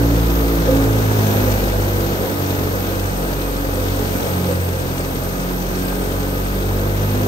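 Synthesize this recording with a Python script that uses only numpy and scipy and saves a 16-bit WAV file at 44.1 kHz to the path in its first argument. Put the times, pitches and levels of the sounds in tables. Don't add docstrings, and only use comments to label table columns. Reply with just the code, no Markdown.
import sys
import numpy as np
from scipy import signal
from scipy.fft import rfft, irfft, next_fast_len
from scipy.io import wavfile
from scipy.ndimage import uniform_filter1d

SR = 44100
rng = np.random.default_rng(int(sys.argv[2]) if len(sys.argv) > 2 else 0)


def volts_from_decibels(level):
    exponent = np.asarray(level, float) / 20
    return 10 ** exponent


def int16_out(signal):
    q = np.round(np.clip(np.atleast_2d(signal).T, -1, 1) * 32767)
    wavfile.write(sys.argv[1], SR, q.astype(np.int16))


N = 320607
TIME = np.arange(N) / SR
FREQ = np.fft.rfftfreq(next_fast_len(N), 1 / SR)
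USUAL_HZ = 48
USUAL_FEED = -37.5
USUAL_STRAIN = -45


def columns(table, at, warp=lambda v: v):
    first, *rest = np.transpose(table)
    return [np.interp(warp(at), warp(first), column) for column in rest]


def filtered(x, response):
    size = next_fast_len(N)
    return irfft(rfft(x, size) * response, size)[..., :N]


def unit(x):
    return x / np.sqrt(np.mean(x ** 2))


def coloured(x, spectrum):
    return unit(filtered(x, volts_from_decibels(columns(spectrum, FREQ + 1, np.log)[0])))


def resonance(hz, width):
    return 1j * FREQ * width / (hz ** 2 - FREQ ** 2 + 1j * FREQ * width)


def walk(rate):
    points = N // 500
    return 1.2 * np.interp(TIME * rate, np.arange(points), rng.standard_normal(points))


def bump(s, length):
    return np.exp(-((TIME - s) / length) ** 2)


def hiss():
    return rng.standard_normal((2, N))


def throb(turns, depth, uneven, lag, scatter_db, sharp):
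    passes = turns + lag
    blade = np.floor(passes).astype(int)
    load = np.clip(rng.standard_normal(blade[-1] + 1), -2, 2)[blade]
    strength = volts_from_decibels(np.array(uneven)[blade % len(uneven)] + scatter_db * load)
    return 1 + depth * strength * np.sin(np.pi * (passes % 1)) ** sharp


# level/dB at the usual rate, slope/dB per Hz of blade rate
PARTIALS = [(-29, 1.11), (-24, 1.27), (-33.5, -0.16), (-35, -0.85), (-42.5, 1.66), (-40.5, -0.73),
            (-51, 0.62), (-50.5, 1.14), (-53, 0.12), (-52, 0.74)]
BEATS = [(.83, -.13), (.73, .48), (.26, .27), (.32, .74), (.49, .57), (.19, .66), (.18, .26), (.1, .67),
         (.21, .7), (.09, .31)]
# f/Hz, width/Hz, level/dB
LIFTS = [(110.4, 23.4, -7.2), (167.1, 12.1, 8.2), (208.9, 6.8, 13.9), (282.8, 15.2, 5.1), (342, 36.7, 14),
         (419.7, 64.4, 14), (496.4, 31, 14)]
# t/s, order, length/s, level/dB
SURGES = [(.65, 1, .4, -4.5), (.99, 4, .11, 7.5), (1.49, 5, .22, 11.6), (1.51, 3, .15, -10),
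          (1.56, 4, .2, 6.4), (1.61, 2, .25, 7.6), (1.9, 1, .13, -5.5), (2.02, 1, .29, 5.9),
          (2.22, 2, .16, -6.2), (2.27, 3, .09, -18), (2.91, 3, .13, -18), (2.99, 2, .19, 4.9),
          (3.21, 2, .09, -8), (3.22, 5, .19, 11.6), (3.72, 4, .33, -13), (3.78, 2, .18, 5.5),
          (3.81, 3, .1, -18), (4.19, 3, .06, -9), (4.23, 2, .07, -5.5), (4.44, 4, .11, 5.7),
          (4.66, 2, .15, 5.6), (5.95, 2, .12, -8.8), (6.72, 2, .08, 3.4), (7.03, 3, .33, 4.8),
          (.78, 7, .09, -14), (4.17, 6, .1, 3), (4.65, 9, .12, -12), (5.2, 8, .07, -14),
          (.33, 2, .05, -6), (.54, 2, .05, -7), (.58, 4, .07, 6), (.6, 6, .35, 3), (.78, 5, .12, 3),
         (7.1, 5, .2, 4), (1.27, 8, .09, -5), (1.35, 7, .15, 5), (2.85, 4, .15, 4), (3.08, 2, .07, 3),
         (1.9, 10, .3, 5), (2.3, 5, .15, -5), (2.45, 9, .3, 4), (3.0, 8, .6, -5), (3.0, 7, .12, 5),
         (3.39, 2, .07, 8), (4.6, 6, .08, -9), (4.9, 8, .22, 8), (4.95, 9, .15, 5), (5.26, 2, .08, 4),
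         (5.4, 5, .2, -8), (5.6, 8, .28, 7), (6.0, 7, .15, 7), (6.0, 10, .1, -10), (6.3, 8, .25, -4),
         (6.6, 10, .12, -10), (7.15, 6, .12, -9)]


def hum(turns, hz, slip):
    out = 0
    for k, (db, slope), (share, lag) in zip(range(1, 11), PARTIALS, BEATS):
        flutter = 1.5 * np.sqrt(k - 1) * np.tanh(walk(9))
        surge = sum(g * bump(s, length) for s, order, length, g in SURGES if order == k)
        lift = sum(g / (1 + (2 * (k * hz - f) / width) ** 2) for f, width, g in LIFTS)
        level = volts_from_decibels(db + slope * (hz - USUAL_HZ) + flutter + surge + lift)
        beat = np.abs(1 + share * np.exp(2j * np.pi * (slip + lag)))
        phase = k * 2 * np.pi * turns - np.pi / 2
        phase = phase + 0.55 * np.sqrt(k) * walk(1.205) + 0.036 * k * walk(12)
        skew = 0.081 * min(k, 6) ** 0.86 * np.tanh(walk(1.46))
        out = out + np.sqrt(2) * level * beat * np.sin(phase + np.array([0 * skew, skew]))
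    return out


# f/Hz, level/dB per Hz
ROAR = [(30, -26), (45, -3), (70, -3.5), (130, -3), (250, -5), (400, -4.5), (540, -5.5), (640, -6.5),
        (1000, -11.5), (1200, -15), (1600, -15.5), (1900, -18), (3000, -35.5)]
# f/Hz, width/Hz, level/dB
CASING = [(1242, 55, -41.5), (1578, 78, -46), (1477, 86, -46), (662, 35, -40.5), (829, 46, -42.5)]
# f/Hz, width/Hz, level/dB
PANEL = [(495, 21, -1.1), (524, 15, 0.1)]
# t/s, level/dB
SHAKES = [(.72, -24), (.95, -30), (1.33, -30), (1.72, -31), (2.0, -38), (2.22, -27), (2.75, -30),
          (2.93, -29), (3.79, -32), (4.0, -42), (4.25, -24.5), (4.5, -23.5), (4.82, -26.5), (6.1, -41),
          (6.88, -35), (7.25, -33)]


def roar(turns, db):
    swell = throb(turns, 0.32, [-6, -1.5, -0.5, -1.5], 0.35, 4.7, 1.8)
    air = coloured(hiss() * swell, ROAR) * volts_from_decibels(db + 8.0)
    ring = 0
    for hz, width, g in CASING:
        ring = ring + volts_from_decibels(g + 2.4 * np.tanh(walk(5))) * unit(filtered(hiss(), resonance(hz, width)))
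    panel = unit(filtered(hiss(), sum(volts_from_decibels(g) * resonance(hz, width) for hz, width, g in PANEL)))
    rattle = volts_from_decibels(-32 + 2.5 * walk(8))
    shake = rattle + sum(volts_from_decibels(g) * bump(s, 0.071) for s, g in SHAKES)
    return air + ring * volts_from_decibels(db + 33.5) + panel * shake * volts_from_decibels(-5)


# f/Hz, level/dB per Hz
STRAW = [(1200, -18), (2000, -0.5), (3600, 0.5), (5000, -1.5), (5350, -2.5), (5900, 0), (7200, -5.5),
         (7600, -10), (9000, -7), (9800, -12), (11000, -6.5), (11800, -18)]
# f/Hz, level/dB per Hz
DUST = [(10500, -30), (11200, -6), (12400, 1.5), (13500, -1), (15700, -4), (17000, -9)]


def straw(turns, db, dust_db):
    crack_db = 3 * np.minimum(rng.exponential(size=N // 128 + 1), 4)
    cracks = uniform_filter1d(volts_from_decibels(crack_db.repeat(128)[:N]), size=96)
    swell = throb(turns, 0.39, [-3.5, -2.5, -2, -1], 0.19, 4.9, 2.4)
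    grain = coloured(hiss() * swell * (1 + 0.17 * cracks), STRAW)
    edges = [0, 2300, 3000, 4100, 5400, 7400, SR]  # Hz, coarse to fine stalks
    patches = 0
    for low, high in zip(edges, edges[1:]):
        band = filtered(grain, (FREQ >= low) & (FREQ < high))
        patches = patches + band * volts_from_decibels(1.05 * np.tanh(walk(8)))
    dust = hiss() * volts_from_decibels(0.7 * walk(18))
    return patches * volts_from_decibels(db + 6.5) + coloured(dust, DUST) * volts_from_decibels(dust_db + 4)


# f/Hz, width/Hz, level/dB
BEARING = [(8250, 300, 4), (8700, 2400, -2), (7950, 340, -10), (8240, 80, -3)]


def bearing(turns, db):
    shake = hiss() * throb(turns, 0.93, [-0.5, -7, 4.0, 0.5], 0.72, 3.9, 5.5)
    ring = np.sqrt(sum(np.abs(volts_from_decibels(g) * resonance(hz, width) ** 2) ** 2 for hz, width, g in BEARING))
    sing_db = -59 - (db - USUAL_STRAIN)
    sing = unit(filtered(shake, resonance(8235, 60) ** 2)) * volts_from_decibels(sing_db)
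    return unit(filtered(shake, ring)) * volts_from_decibels(db + 4.5) + sing


# t/s, peak level/dB, ring f/Hz
THUMPS = [(0.014, -17.5, 495), (0.175, -26, 494), (0.686, -4.5, 520.6), (0.803, -21, 524),
          (1.474, -12.5, 512), (1.552, -22.5, 500), (1.782, -13.5, 488.8), (1.849, -19, 493),
          (2.025, -28, 525), (3.444, -26, 475), (3.777, -17.5, 515), (3.936, -23, 495), (4.491, -18, 504),
          (5.207, -32, 501)]


def thumps():
    out = np.zeros(N + SR)
    age = np.arange(SR // 5) / SR
    push = np.exp(-((age - .014) / 0.0096) ** 2)
    bounce = 0.28 * np.exp(-((age - .052) / 0.033) ** 2)
    for s, db, hz in THUMPS:
        start = int((s - .008) * SR)
        ring = np.sin(2 * np.pi * hz * age)
        out[start:start + len(age)] += volts_from_decibels(db - 5.5) * (push + bounce) * ring
    return out[:N]


# t/s, length/s, level/dB
WHINES = [(1.15, .17, -46), (1.4, .1, -48), (2.0, .22, -48), (4.2, .2, -51), (5.4, .15, -53),
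          (6.2, .35, -48)]
# t/s, length/s, top f/Hz, sag at the ends/Hz, level/dB
SQUEAKS = [
    (3.43, .1, 2505, 90, -48),
    (4.17, .05, 2310, 10, -50),
    (5.87, .14, 1592, 0, -46),
]


def squeaks(turns):
    waver = 1 + .002 * walk(25)
    drag = sum(volts_from_decibels(db) * bump(s, length) for s, length, db in WHINES) * volts_from_decibels(3.5 * np.tanh(walk(14)))
    out = drag * np.sin(2 * np.pi * 32 * turns + walk(6))
    for s, length, hz, sag_hz, db in SQUEAKS:
        sag = sag_hz * np.minimum(((TIME - s) / length) ** 2, 4)
        pitch = (hz - sag) * waver
        out = out + volts_from_decibels(db) * bump(s, length) * np.sin(2 * np.pi * np.cumsum(pitch) / SR)
    return np.sqrt(2) * out


# t/s, blade rate f/Hz
DRIVE = [(0, 57.18), (.35, 56.43), (.6, 55.86), (.95, 54.35), (1.28, 52.2), (1.67, 49.78), (2.05, 48.27),
         (2.45, 47.55), (2.85, 47), (3.25, 47.6), (3.55, 47.08), (4, 47.07), (4.5, 45.05), (4.9, 44.58),
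         (5.5, 45.32), (6, 46.32), (6.6, 48.2), (7.27, 51.03)]
# t/s, drum pulses behind blower pulses/turns
SLIP = [(0, -.21), (.35, .01), (.6, .08), (.95, .41), (1.28, .64), (1.67, 1.05), (2.05, 1.5), (2.45, 1.65),
        (2.85, 1.85), (3.25, 1.96), (3.55, 2.06), (4, 2.3), (4.5, 2.67), (4.9, 2.8), (5.5, 3.01), (6, 3.25),
        (6.6, 3.16), (7.27, 3.52)]
# t/s, straw feed level/dB, bearing strain level/dB
FEED = [(0, -38, -48), (.8, -36, -49), (.95, -37, -50), (1.35, -34, -46.5), (1.52, -35, -46),
        (1.7, -36.5, -48), (2.5, -37, -48), (2.9, -37.5, -49), (3.1, -38.5, -44), (3.6, -39, -45.5),
        (3.95, -37.5, -44), (4.3, -37, -41.5), (4.7, -39.3, -44.5), (5.62, -39, -46.5), (5.89, -38.5, -42),
        (6.2, -39, -45), (6.9, -39.5, -50), (7.27, -37.5, -46)]
# f/Hz, left minus right level/dB, likeness/0-1, left leads by/rad
PORTS = [(60, 0, 0.48, 0), (300, -1.5, 0.75, 0.33), (530, -1, 0.64, 0.37), (714, 0.5, 0.08, 2.5),
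         (990, -0.8, 0.19, 3), (1710, -1.5, 0.72, 3.5), (2620, 2, 0.55, 2), (4550, 12.5, 0.06, 6),
         (6000, 13, 0.46, 8), (7600, 4.5, 0.1, 4.5), (8570, 7.5, 0.76, 5.5), (9550, 0.5, 0.13, 3.5),
         (11200, 1, 0.43, 3.5), (11800, 0, 0.75, 0.44)]


def scene():
    (hz,), (slip,) = columns(DRIVE, TIME), columns(SLIP, TIME)
    turns = np.cumsum(hz) / SR
    straw_db, bearing_db = columns(FEED, TIME)
    extra_feed = straw_db - USUAL_FEED
    roar_db = -32.5 + 0.86 * extra_feed + 0.1172 * (hz - USUAL_HZ)
    dust_db = -38.5 + extra_feed
    noise = roar(turns, roar_db) + straw(turns, straw_db, dust_db) + bearing(turns, bearing_db)
    shared, own = noise
    near, far = hum(turns, hz, slip) + thumps()
    balance_db, like, lead = columns(PORTS, FREQ + 1, np.log)
    like = np.clip(like, 0, 1)
    turn = np.exp(-1j * lead)
    paths = np.array([like * turn, np.sqrt(1 - like ** 2), turn]) * volts_from_decibels(-balance_db)
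    left = shared + near
    right = filtered(np.array([shared, own, far]), paths).sum(axis=0)
    return np.array([left, right]) + squeaks(turns)


def starved(x, lost):
    hz, _, cells = signal.stft(x, SR, nperseg=2048, noverlap=1024, window="cosine")
    for low, high, share in lost:
        cells[(hz >= low) & (hz < high)] *= rng.random(cells.shape[1]) >= share
    return signal.istft(cells, SR, nperseg=2048, noverlap=1024, window="cosine")[1][:N]


def roll_off(x):
    return signal.sosfilt(signal.butter(12, 16220, fs=SR, output="sos"), x)


# low f/Hz, high f/Hz, share of blocks lost/0-1
SUM_LOST = [(1720, 1900, .07), (1900, 2070, .07), (2070, 2400, .03), (9400, 9720, .05), (9720, 10150, .85),
            (10150, 10500, .96), (10500, 11020, .985), (11020, 11350, .2), (11350, 11720, .06),
            (15740, 23000, 1)]
# start t/s, end t/s
PATCH_TIMES = [(.25, .65), (.73, .83), (1.69, 1.8), (2.02, 2.1), (2.88, 2.96), (3.17, 3.29), (4.08, 4.22),
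               (5.56, 5.63), (5.75, 5.86)]


def record(dry):
    both = starved((dry[0] + dry[1]) / 2, SUM_LOST)
    diff = (dry[0] - dry[1]) / 2
    gate = sum(1. * ((TIME > start) & (TIME < end)) for start, end in PATCH_TIMES)
    patch = uniform_filter1d(gate, size=1024) * filtered(diff, (FREQ > 15150) & (FREQ < 15740))
    diff = filtered(diff, FREQ < 11720) + patch
    return roll_off(np.array([both + diff, both - diff]))


dry = scene()
out = record(dry)
int16_out(out)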